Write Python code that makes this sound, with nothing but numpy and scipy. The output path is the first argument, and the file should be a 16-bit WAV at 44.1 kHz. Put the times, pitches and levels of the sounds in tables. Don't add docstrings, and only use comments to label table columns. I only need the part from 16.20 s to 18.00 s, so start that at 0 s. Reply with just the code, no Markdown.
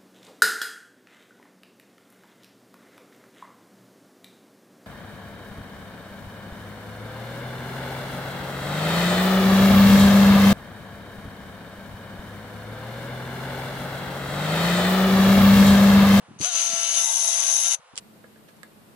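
import sys
import numpy as np
from scipy import signal
from scipy.fft import rfft, irfft
from scipy.io import wavfile
from scipy.ndimage import uniform_filter1d

SR = 44100
rng = np.random.default_rng(int(sys.argv[2]) if len(sys.argv) > 2 else 0)


def put_to_file(sound):
    columns = np.atleast_2d(sound).T
    safe = np.clip(columns, -1, 1)
    whole_steps = np.round(safe * 32767)
    wavfile.write(sys.argv[1], SR, whole_steps.astype(np.int16))


N = 79380
T = np.arange(N) / SR

# frequency in Hz, relative level in dB.
SHORE_SPECTRUM = [(40, -17), (100, -17), (350, -18), (480, 4.5), (600, 2), (850, 5), (1200, 5), (2000, -4),
                  (2800, -4), (5000, -12), (11000, -15)]
BUMP_BODY = [(30, -39.5), (70, -15.5), (150, -2), (230, -5), (400, -13), (700, -60), (2000, -93)]
CLICK_BODY = [(150, -13), (600, -15), (1300, -17), (3000, -2), (4800, -1), (6500, -4), (8000, -3),
              (9500, -3), (11000, -17)]
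# start in seconds, level in dB, decay in seconds.
BUMPS = [(.005, -60.5, 0.053), (.075, -50.5, .02), (.1, -46, 0.032), (.153, -54, 0.014), (.196, -33, 0.013),
         (.335, -59.5, 0.042), (.415, -62, 0.069), (.492, -50, 0.014), (.52, -44, .014), (.6, -61, 0.037),
         (1.335, -57.5, 0.014), (1.583, -57, 0.0053), (1.729, -43, 0.0056)]
CLICKS = [(.214, -18, 0.00084), (1.7562, -36.5, .002), (1.764, -40, 0.017), (1.777, -17.5, 0.0012),
          (1.7835, -27.5, 0.0034), (1.79, -44, 0.0013)]
# time in seconds, turns per second.
SHAFT_HZ = [(.19, 44.85), (.22, 137.2), (.24, 199.5), (.26, 234.3), (.286, 247.3), (.32, 228.4),
            (.365, 219.5), (.44, 227.3), (.55, 224.6), (.8, 224.5), (.87, 224.1), (1.0, 226.4),
            (1.05, 222.9), (1.17, 225.5), (1.38, 224), (1.48, 229.7), (1.54, 228.2), (1.58, 170)]
# multiple of shaft speed, level in dB with gears tight, level in dB when slack.
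HARMONICS = [(2, -65, -73), (3, -44, -49.5), (4, -53.5, -47), (5, -58.5, -57), (6, -46.5, -58),
             (7, -54.5, -52.5), (8, -57.5, -73), (9, -54, -47.5), (10, -49.5, -93), (11, -86, -77),
             (12, -47.5, -53.5), (13, -42, -49.5), (14, -51, -54), (15, -70, -46), (16, -42.5, -50),
             (17, -58, -46), (18, -45.5, -79.5), (19, -55.5, -47), (22, -48, -60.5), (23, -51.5, -64),
             (24, -54, -60), (25, -48.5, -58.5), (26, -39, -50), (27, -41, -51.5), (28, -54, -47),
             (29, -34, -47.5), (31, -41, -52), (32, -50.5, -54), (36, -44, -62), (42, -51, -55),
             (44, -48, -44), (48, -42, -54)]
# time in seconds, slack from 0 (tight) to 1.
SLACK = [(.8, 0), (.87, 0.98), (1.41, 0.96), (1.46, 0.21), (1.55, 0.25)]
# time in seconds, gain in dB.
MESH_DB = [(.2, -16), (.25, -1), (.3, -4), (.4, 1), (.5, -4.5), (.65, 3), (.79, 1.5), (.86, -2),
           (1.1, -2.5), (1.42, -3), (1.463, 5.5), (1.485, -3), (1.515, 7.5), (1.545, 0.5)]
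LOAD_DB = [(.18, -26.5), (.212, -4), (.246, 5), (.312, -5), (.34, 3), (.43, 3.5), (.47, 1), (.56, 1),
           (.7, 0), (.78, 4.5), (.85, -3), (.97, -6), (1.01, -1), (1.3, 2), (1.43, -3.5), (1.465, 3),
           (1.485, -2), (1.52, 1.5), (1.55, -0.5), (1.565, -15)]
LOOSE_DB = [(.2, -38), (.7, -15), (.8, 1.5), (.86, 3), (.96, 3.5), (1.0, 2), (1.1, 3), (1.25, 0.5),
            (1.36, 4), (1.43, 3), (1.5, -0.5), (1.548, 2.5), (1.56, -51)]
# frequency in Hz, relative gain in dB.
RASP_BODY = [(200, -88), (340, -49.5), (430, -28.5), (540, -19.5), (1700, -19.5), (2900, -12.5),
             (4000, -14), (4450, -11.5), (5000, -11), (5600, -14), (6150, 6.5), (6700, -8.5), (7700, -18),
             (8100, -10.5), (8700, -18.5), (9600, -16), (11000, -14)]
TICK_BODY = [(280, -73), (450, -63), (650, -20.5), (1600, -28.5), (3300, -29), (3800, -10.5), (4300, -34.5),
             (5600, -7), (6250, 2.5), (6650, -7), (8100, -13.5), (8550, -20.5), (9900, -8.5), (11000, -10)]
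# frequency in Hz, left minus right in dB.
BALANCE_DB = [(400, -3), (700, 9.5), (1500, 3.5), (2300, 5), (3000, 11.5), (3900, 13), (4500, 3.5),
              (5300, 3.5), (6200, 12), (8000, 10.5), (8700, 4), (10500, 15)]

START_S, STOP_S, RUN_HZ, SPEED_WOBBLE = 0.19, 1.548, 224.5, .0015
WHINE_RISE_S, WHINE_DECAY_S, FLICKER_DB, LOWEST_MESH_ORDER = 0.016, 0.0032, 3, 9
GEAR_RISE_S, GEAR_DECAY_S = 0.0076, 0.016
RASP_DB, CONTACTS_PER_S, CONTACT_SCATTER_DB = -25.5, 8300, 1.5
TICK_DB, TICK_SCATTER_DB, TICK_JITTER_S = -24, 0.5, .00012
SCRAPE_DB, SCRAPE_DECAY_S = 4.5, 0.0012
BOUNCE_DB, BOUNCE_SCATTER_DB, BOUNCE_TURNS = -12, 4, .5
MIC_LAG_S, GEAR_COHERENCE = .00007, 0.13


def undb(db):
    return 10 ** (np.asarray(db) / 20)


def unit(x):
    return x / np.sqrt(np.mean(x ** 2))


def curve(points):
    return np.interp(T, *np.array(points).T)


def at_hz(points, hz):
    knots_hz, db = np.array(points, float).T
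    return np.interp(np.log(np.maximum(hz, 1)), np.log(knots_hz), db)


def wander(rate_hz):
    hold = int(SR / rate_hz)
    steps = np.repeat(rng.standard_normal(N // hold + 1), hold)
    return 1.3 * uniform_filter1d(uniform_filter1d(steps, hold), hold)[:N]


def ring(x, body, size=4096):
    cepstrum = irfft(np.log(undb(at_hz(body, np.fft.rfftfreq(size, 1 / SR)))))
    cepstrum[1:size // 2] *= 2
    cepstrum[size // 2 + 1:] = 0
    impulse = irfft(np.exp(rfft(cepstrum)))
    return signal.fftconvolve(x, impulse / np.sqrt(np.sum(impulse ** 2)))[:N]


def mic_pair(drives, body, coherence):
    shared, separate = (ring(drive, body) for drive in drives)
    left = np.pad(shared, (round(MIC_LAG_S * SR), 0))[:N]
    right = coherence * shared + np.sqrt(1 - coherence ** 2) * separate
    return np.array([left, right])


def shore(level_db=-55, swell_db=.4):
    wash = mic_pair(rng.standard_normal((2, N)), SHORE_SPECTRUM, coherence=0.57)
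    return wash * undb(level_db + swell_db * wander(8.2))


def touches(events, body, rise_s, coherence):
    force = np.zeros(N)
    for start_s, db, decay_s in events:
        attack = np.clip((T - start_s) / rise_s, 0, 1)
        force += undb(db) * attack * np.exp(-np.maximum(T - start_s - rise_s, 0) / decay_s)
    return mic_pair(force * rng.standard_normal((2, N)), body, coherence)


def shaft_whine(shaft_hz, turns):
    slack, mesh_db = curve(SLACK), curve(MESH_DB)
    tones = np.zeros((2, N))
    for order, tight_db, slack_db in HARMONICS:
        db = tight_db + (slack_db - tight_db) * slack + FLICKER_DB * wander(25)
        if order >= LOWEST_MESH_ORDER:
            casing_db = at_hz(RASP_BODY, order * shaft_hz) - at_hz(RASP_BODY, order * RUN_HZ)
            db += mesh_db + np.minimum(casing_db, 0)
        phase_rad = 2 * np.pi * (order * turns + rng.random())
        left_lag_rad = min(2 * np.pi * order * RUN_HZ * MIC_LAG_S, np.pi / 2)
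        tones += undb(db) * np.sqrt(2) * np.sin([phase_rad - left_lag_rad, phase_rad])
    attack = np.clip((T - START_S) / WHINE_RISE_S, 0, 1)
    return tones * attack * np.minimum(shaft_hz / RUN_HZ, 1)


def gear_rasp(turns):
    shaft_rad = 2 * np.pi * turns
    bunching = unit(np.exp(0.49 * np.cos(2 * shaft_rad) + 0.051 * np.cos(shaft_rad)))
    hits = rng.random(N) < CONTACTS_PER_S / SR
    contacts = unit(hits * undb(CONTACT_SCATTER_DB * rng.standard_normal(N)))
    force = contacts * bunching * undb(RASP_DB + curve(LOAD_DB))
    return mic_pair(force * rng.choice([-1, 1], (2, N)), RASP_BODY, GEAR_COHERENCE)


def loose_gear_ticks(turns):
    turn_starts = np.flatnonzero(np.diff(np.floor(turns)))
    turn_samples = np.gradient(turn_starts)
    jitter, strength, wait, rebound = rng.standard_normal((len(turn_starts), 4)).T
    strikes = (TICK_JITTER_S * SR * jitter, TICK_SCATTER_DB * strength)
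    bounces = (BOUNCE_TURNS * turn_samples * np.abs(wait), BOUNCE_DB + BOUNCE_SCATTER_DB * rebound)
    blows = np.zeros(N)
    for delay_samples, db in (strikes, bounces):
        blows[np.clip(turn_starts + delay_samples.astype(int), 0, N - 1)] += undb(db)
    scrape = unit(signal.lfilter([1], [1, -np.exp(-1 / (SCRAPE_DECAY_S * SR))], blows))
    force = unit(unit(blows) + undb(SCRAPE_DB) * scrape) * undb(TICK_DB + curve(LOOSE_DB))
    return mic_pair(force * rng.choice([-1, 1], (2, N)), TICK_BODY, GEAR_COHERENCE)


def lean_left(pair):
    ratio = undb(at_hz(BALANCE_DB, np.fft.rfftfreq(N, 1 / SR)))
    gains = np.array([ratio, np.ones_like(ratio)]) * 2 / (1 + ratio)
    return irfft(rfft(pair) * gains, N)


def zoom_motor():
    shaft_hz = curve(SHAFT_HZ) * (1 + SPEED_WOBBLE * wander(40))
    turns = np.cumsum(shaft_hz) / SR
    braked_s = np.maximum(T - STOP_S, 0)
    take_up = np.clip((T - START_S) / GEAR_RISE_S + 1, 0, 1)
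    gears = (gear_rasp(turns) + loose_gear_ticks(turns)) * take_up * np.exp(-braked_s / GEAR_DECAY_S)
    whine = shaft_whine(shaft_hz, turns) * np.exp(-braked_s / WHINE_DECAY_S)
    return lean_left(whine + gears)


def scene():
    bumps = touches(BUMPS, BUMP_BODY, rise_s=0.0066, coherence=0.6)
    clicks = touches(CLICKS, CLICK_BODY, rise_s=.00012, coherence=0.17)
    return zoom_motor() + bumps + clicks + shore()


def record(dry):
    cutoff_hz = 10980
    return signal.sosfilt(signal.ellip(14, .2, 70, cutoff_hz, fs=SR, output="sos"), dry)


dry = scene()
out = record(dry)
put_to_file(out)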